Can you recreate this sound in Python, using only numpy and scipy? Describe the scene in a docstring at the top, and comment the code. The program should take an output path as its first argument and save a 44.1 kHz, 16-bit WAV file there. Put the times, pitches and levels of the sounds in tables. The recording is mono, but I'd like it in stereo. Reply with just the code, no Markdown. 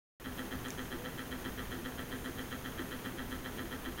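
"""A quick, even rattle over a woody hum: the motor of a drum-dial electric clock, close by in a quiet room.
Each turn of a gear, 7.5 a second, gives the same short run of tooth contacts, which rings the metal works
and sets the wooden case humming. Early on, a faint tick and then one sharp double tick snap from the works.
Soft low knocks, faint passing whines, room rumble and an even hiss lie behind."""
import sys
import numpy as np
from scipy import signal
from scipy.fft import rfft, irfft
from scipy.io import wavfile

SR = 44100
rng = np.random.default_rng(int(sys.argv[2]) if len(sys.argv) > 2 else 0)


def store_pcm(level_fs):
    """Save levels as 16-bit WAV."""
    pcm = np.round(np.clip(level_fs, -1, 1) * 32767).astype(np.int16)
    wavfile.write(sys.argv[1], SR, np.atleast_2d(pcm).T)


N = 176400
TIME = np.arange(N) / SR


def from_db(db):
    """Decibels to gain."""
    return 10 ** (np.asarray(db) / 20)


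def clicks(times, forces):
    """One click of the given force at each time."""
    out = np.zeros(N)
    inside = (times >= 0) & (times < (N - 1) / SR)
    np.add.at(out, np.round(times[inside] * SR).astype(int), forces[inside])
    return out


def ring(hits, modes):
    """Clicks set decaying sines ringing; neighbouring modes swing in opposite directions."""
    out = np.zeros(N)
    for k, (hz, db, t60) in enumerate(modes):
        decay = np.exp(-np.log(1000) / (t60 * SR))
        angle = 2 * np.pi * hz / SR
        mode = signal.lfilter([0, np.sin(angle)], [1, -2 * decay * np.cos(angle), decay ** 2], hits + 1e-18)
        out += (-1) ** k * from_db(db) * mode
    return out


def noise(spectrum):
    """Noise shaped to the given level per Hz."""
    hz, db = np.transpose(spectrum)
    bins_hz = np.maximum(np.fft.rfftfreq(N, 1 / SR), 1)
    eq = from_db(np.interp(np.log(bins_hz), np.log(hz), db))
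    return irfft(rfft(rng.standard_normal(N)) * eq, N) * np.sqrt(SR / 2)


def drift(rate_hz):
    """A smooth random wobble with a spread of one."""
    rolloff = 1 + (np.fft.rfftfreq(N, 1 / SR) / rate_hz) ** 2
    wobble = irfft(rfft(rng.standard_normal(N)) / rolloff, N)
    return wobble / wobble.std()


def room(x, t60_s=.3):
    """The short, diffuse reverb tail of the room, at unit energy."""
    tail = rng.standard_normal(SR // 2) * np.exp(-np.log(1000) * TIME[:SR // 2] / t60_s)
    return signal.fftconvolve(x, tail / np.linalg.norm(tail))[:N]


def motor(turn_s=.1333603, first_turn_s=.24164, spread_db=.1, mains_hz=120):
    """The same tooth contacts on every turn ring the works and the case, over a faint mains hum."""
    # tooth contacts within one turn: offset_s, force (negative = the tooth falls back)
    contacts = [(0.001184, 0.5491), (0.008731, 1.017), (0.01701, 1.321), (0.02532, 0.3742),
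                (0.07932, -0.4526)]
    # bright, short modes of the metal works: pitch_hz, relative_db, t60_s
    works_modes = [(920, -51, 0.022), (1245.7, -36.5, 0.029), (1250, -30.5, .017), (1554, -24.5, .0026),
                   (1753, -30.5, 0.0098), (1960, -52, 0.039), (2280, -59, 0.003), (3066, -45.5, 0.025),
                   (3244, -37.5, 0.0073), (3690, -63, 0.0068), (3970, -55.5, 0.023)]
    # low, lingering modes of the wooden case: pitch_hz, relative_db, t60_s
    case_modes = [(253.8, -47.5, 0.37), (270.5, -47, 0.18), (351.7, -61.5, 0.12), (400, -55, 0.56),
                  (505.7, -53, 0.17), (532.6, -58.5, 0.17)]
    # early reflections off the case and nearby surfaces: delay_s, gain
    reflections = [(0.004205, 0.2818), (0.006723, 0.1758), (0.008709, -0.1253), (0.01021, -0.4712),
                   (0.01575, 0.2686), (0.01872, 0.1821), (0.02611, -0.2983), (0.02752, -0.269),
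                   (0.03118, -0.217), (0.03541, 0.2701)]
    offset_s, force = np.transpose(contacts)
    turns = first_turn_s + turn_s * np.arange(-1, N / SR / turn_s)
    forces = force * from_db(-spread_db * rng.standard_normal((len(turns), len(force))))
    hits = clicks((turns[:, None] + offset_s).ravel(), forces.ravel())
    works = from_db(1.5) * ring(hits, works_modes)
    echoes = sum(gain * np.interp(TIME - delay, TIME, works, left=0) for delay, gain in reflections)
    case = from_db(-.5) * ring(hits, case_modes)
    mains = from_db(-61) * np.sqrt(2) * np.sin(2 * np.pi * mains_hz * TIME)
    return works + echoes + from_db(-10) * room(works) + case + mains


def room_tone(flicker_db=.43):
    """A bed of even, barely flickering hiss over a rumble that swells and sinks."""
    # steady room noise and hiss: frequency_hz, level_db_per_hz
    air_spectrum = [(20, -77), (60, -88.5), (110, -74.5), (200, -72), (330, -74.5), (470, -77),
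                    (580, -81.5), (1000, -83), (1850, -86.5), (2200, -89), (2900, -90.5), (3200, -92),
                    (3700, -93.5), (4800, -97.5), (5800, -96.5), (6500, -92.5), (7200, -99), (8500, -97.5),
                    (10500, -95.5), (15500, -94)]
    # low rumble ahead of its swells: frequency_hz, level_db_per_hz
    rumble_spectrum = [(10, -70), (28, -72), (55, -69), (80, -69.5), (130, -79), (400, -115)]
    # swells of the rumble: time_s, gain_db
    swell_curve = [(.2, -1), (.45, -1.5), (.58, 3.5), (.7, -0.5), (1.05, -1.5), (1.28, -3), (1.6, 5),
                   (1.8, -1.5), (1.95, 1.5), (2.1, -0.5), (2.25, 2), (2.52, -3.5), (2.7, -0.5),
                   (3.15, -3.5), (3.3, 5.5), (3.45, -2), (4, 1.5)]
    air = noise(air_spectrum) * from_db(flicker_db * drift(rate_hz=15))
    swell = from_db(np.interp(TIME, *np.transpose(swell_curve)))
    return air + noise(rumble_spectrum) * swell


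def ticks():
    """A small part snaps and rings for a few milliseconds, with a touch of room."""
    # sharp snaps from the works: start_s, level_db, pitch_hz
    snaps = [(.3935, -46, 7200), (.6841, -33.5, 6900), (.7047, -28, 6200)]
    # modes of the snapping part: pitch_ratio, relative_db, t60_s
    tick_modes = [(.37, -9.5, .009), (.6, -13, .005), (.87, -7.5, .006), (1.02, -3.5, .007),
                  (1.2, -8, .005), (1.58, -11, .004), (2.4, -13, .002)]
    out = np.zeros(N)
    for start_s, level_db, pitch_hz in snaps:
        modes = [(pitch_hz * ratio, db, t60) for ratio, db, t60 in tick_modes]
        out += ring(clicks(np.array([start_s]), from_db([level_db])), modes)
    return out + from_db(-9) * room(out)


def knocks(pitch_hz=340, attack_s=.004, t60_s=.13):
    """Dull knocks on one low note, each with a soft attack."""
    # soft low knocks: start_s, level_db
    cues = [(.438, -37), (.946, -34), (1.447, -37.5), (1.785, -34.5), (2.289, -36), (2.792, -34.5),
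            (3.132, -37), (3.639, -35.5), (3.872, -36.5)]
    out = np.zeros(N)
    for start_s, level_db in cues:
        age = np.maximum(TIME - start_s, 0)
        envelope = (1 - np.exp(-age / attack_s)) * np.exp(-np.log(1000) * age / t60_s)
        out += from_db(level_db) * envelope * np.sin(2 * np.pi * pitch_hz * age)
    return out


def whines(waver_depth=.0029, waver_hz=60.3, fade_s=.0086):
    """Faint wavering tones come and go just above the hiss."""
    # passing tones: start_s, length_s, pitch_hz, rise_hz_per_s, level_db
    tones = [(.75, 0.14, 6228, 0, -69), (.75, 0.12, 6500, 0, -67), (.76, .12, 7650, 0, -73),
             (0.758, .1, 9324, 0, -72), (0.982, 0.114, 479, 304, -52), (1.934, .05, 6700, 0, -64),
             (2.146, .13, 9500, 0, -65), (2.15, 0.12, 7300, 0, -69), (2.15, 0.72, 6480, -3, -71)]
    out = np.zeros(N)
    for start_s, length_s, pitch_hz, rise, level_db in tones:
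        age = TIME - start_s
        glide_hz = pitch_hz + rise * np.clip(age, 0, length_s)
        wavering_hz = glide_hz * (1 + waver_depth * drift(waver_hz))
        envelope = np.clip(np.minimum(age, length_s - age) / fade_s, 0, 1)
        out += from_db(level_db) * np.sqrt(2) * envelope * np.sin(2 * np.pi * np.cumsum(wavering_hz) / SR)
    return out


def scene():
    """The clock and its room, mixed dead centre."""
    mono = motor() + room_tone() + ticks() + knocks() + whines()
    return np.array([mono, mono])


def record(dry, start_s=.1988, fade_from_db=-4.5, fade_s=.12, notch_hz=7920, cutoff_hz=15800):
    """After a short silence the sound eases up to level; the treble has a narrow notch and a steep top cut."""
    fade_db = fade_from_db * np.clip(1 - (TIME - start_s) / fade_s, 0, 1)
    faded = dry * (TIME >= start_s) * from_db(fade_db)
    notched = signal.lfilter(*signal.iirnotch(notch_hz, Q=37, fs=SR), faded)
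    high_cut = signal.ellip(12, .1, 70, cutoff_hz, fs=SR, output="sos")
    return signal.sosfilt(high_cut, notched)


dry = scene()
out = record(dry)
store_pcm(out)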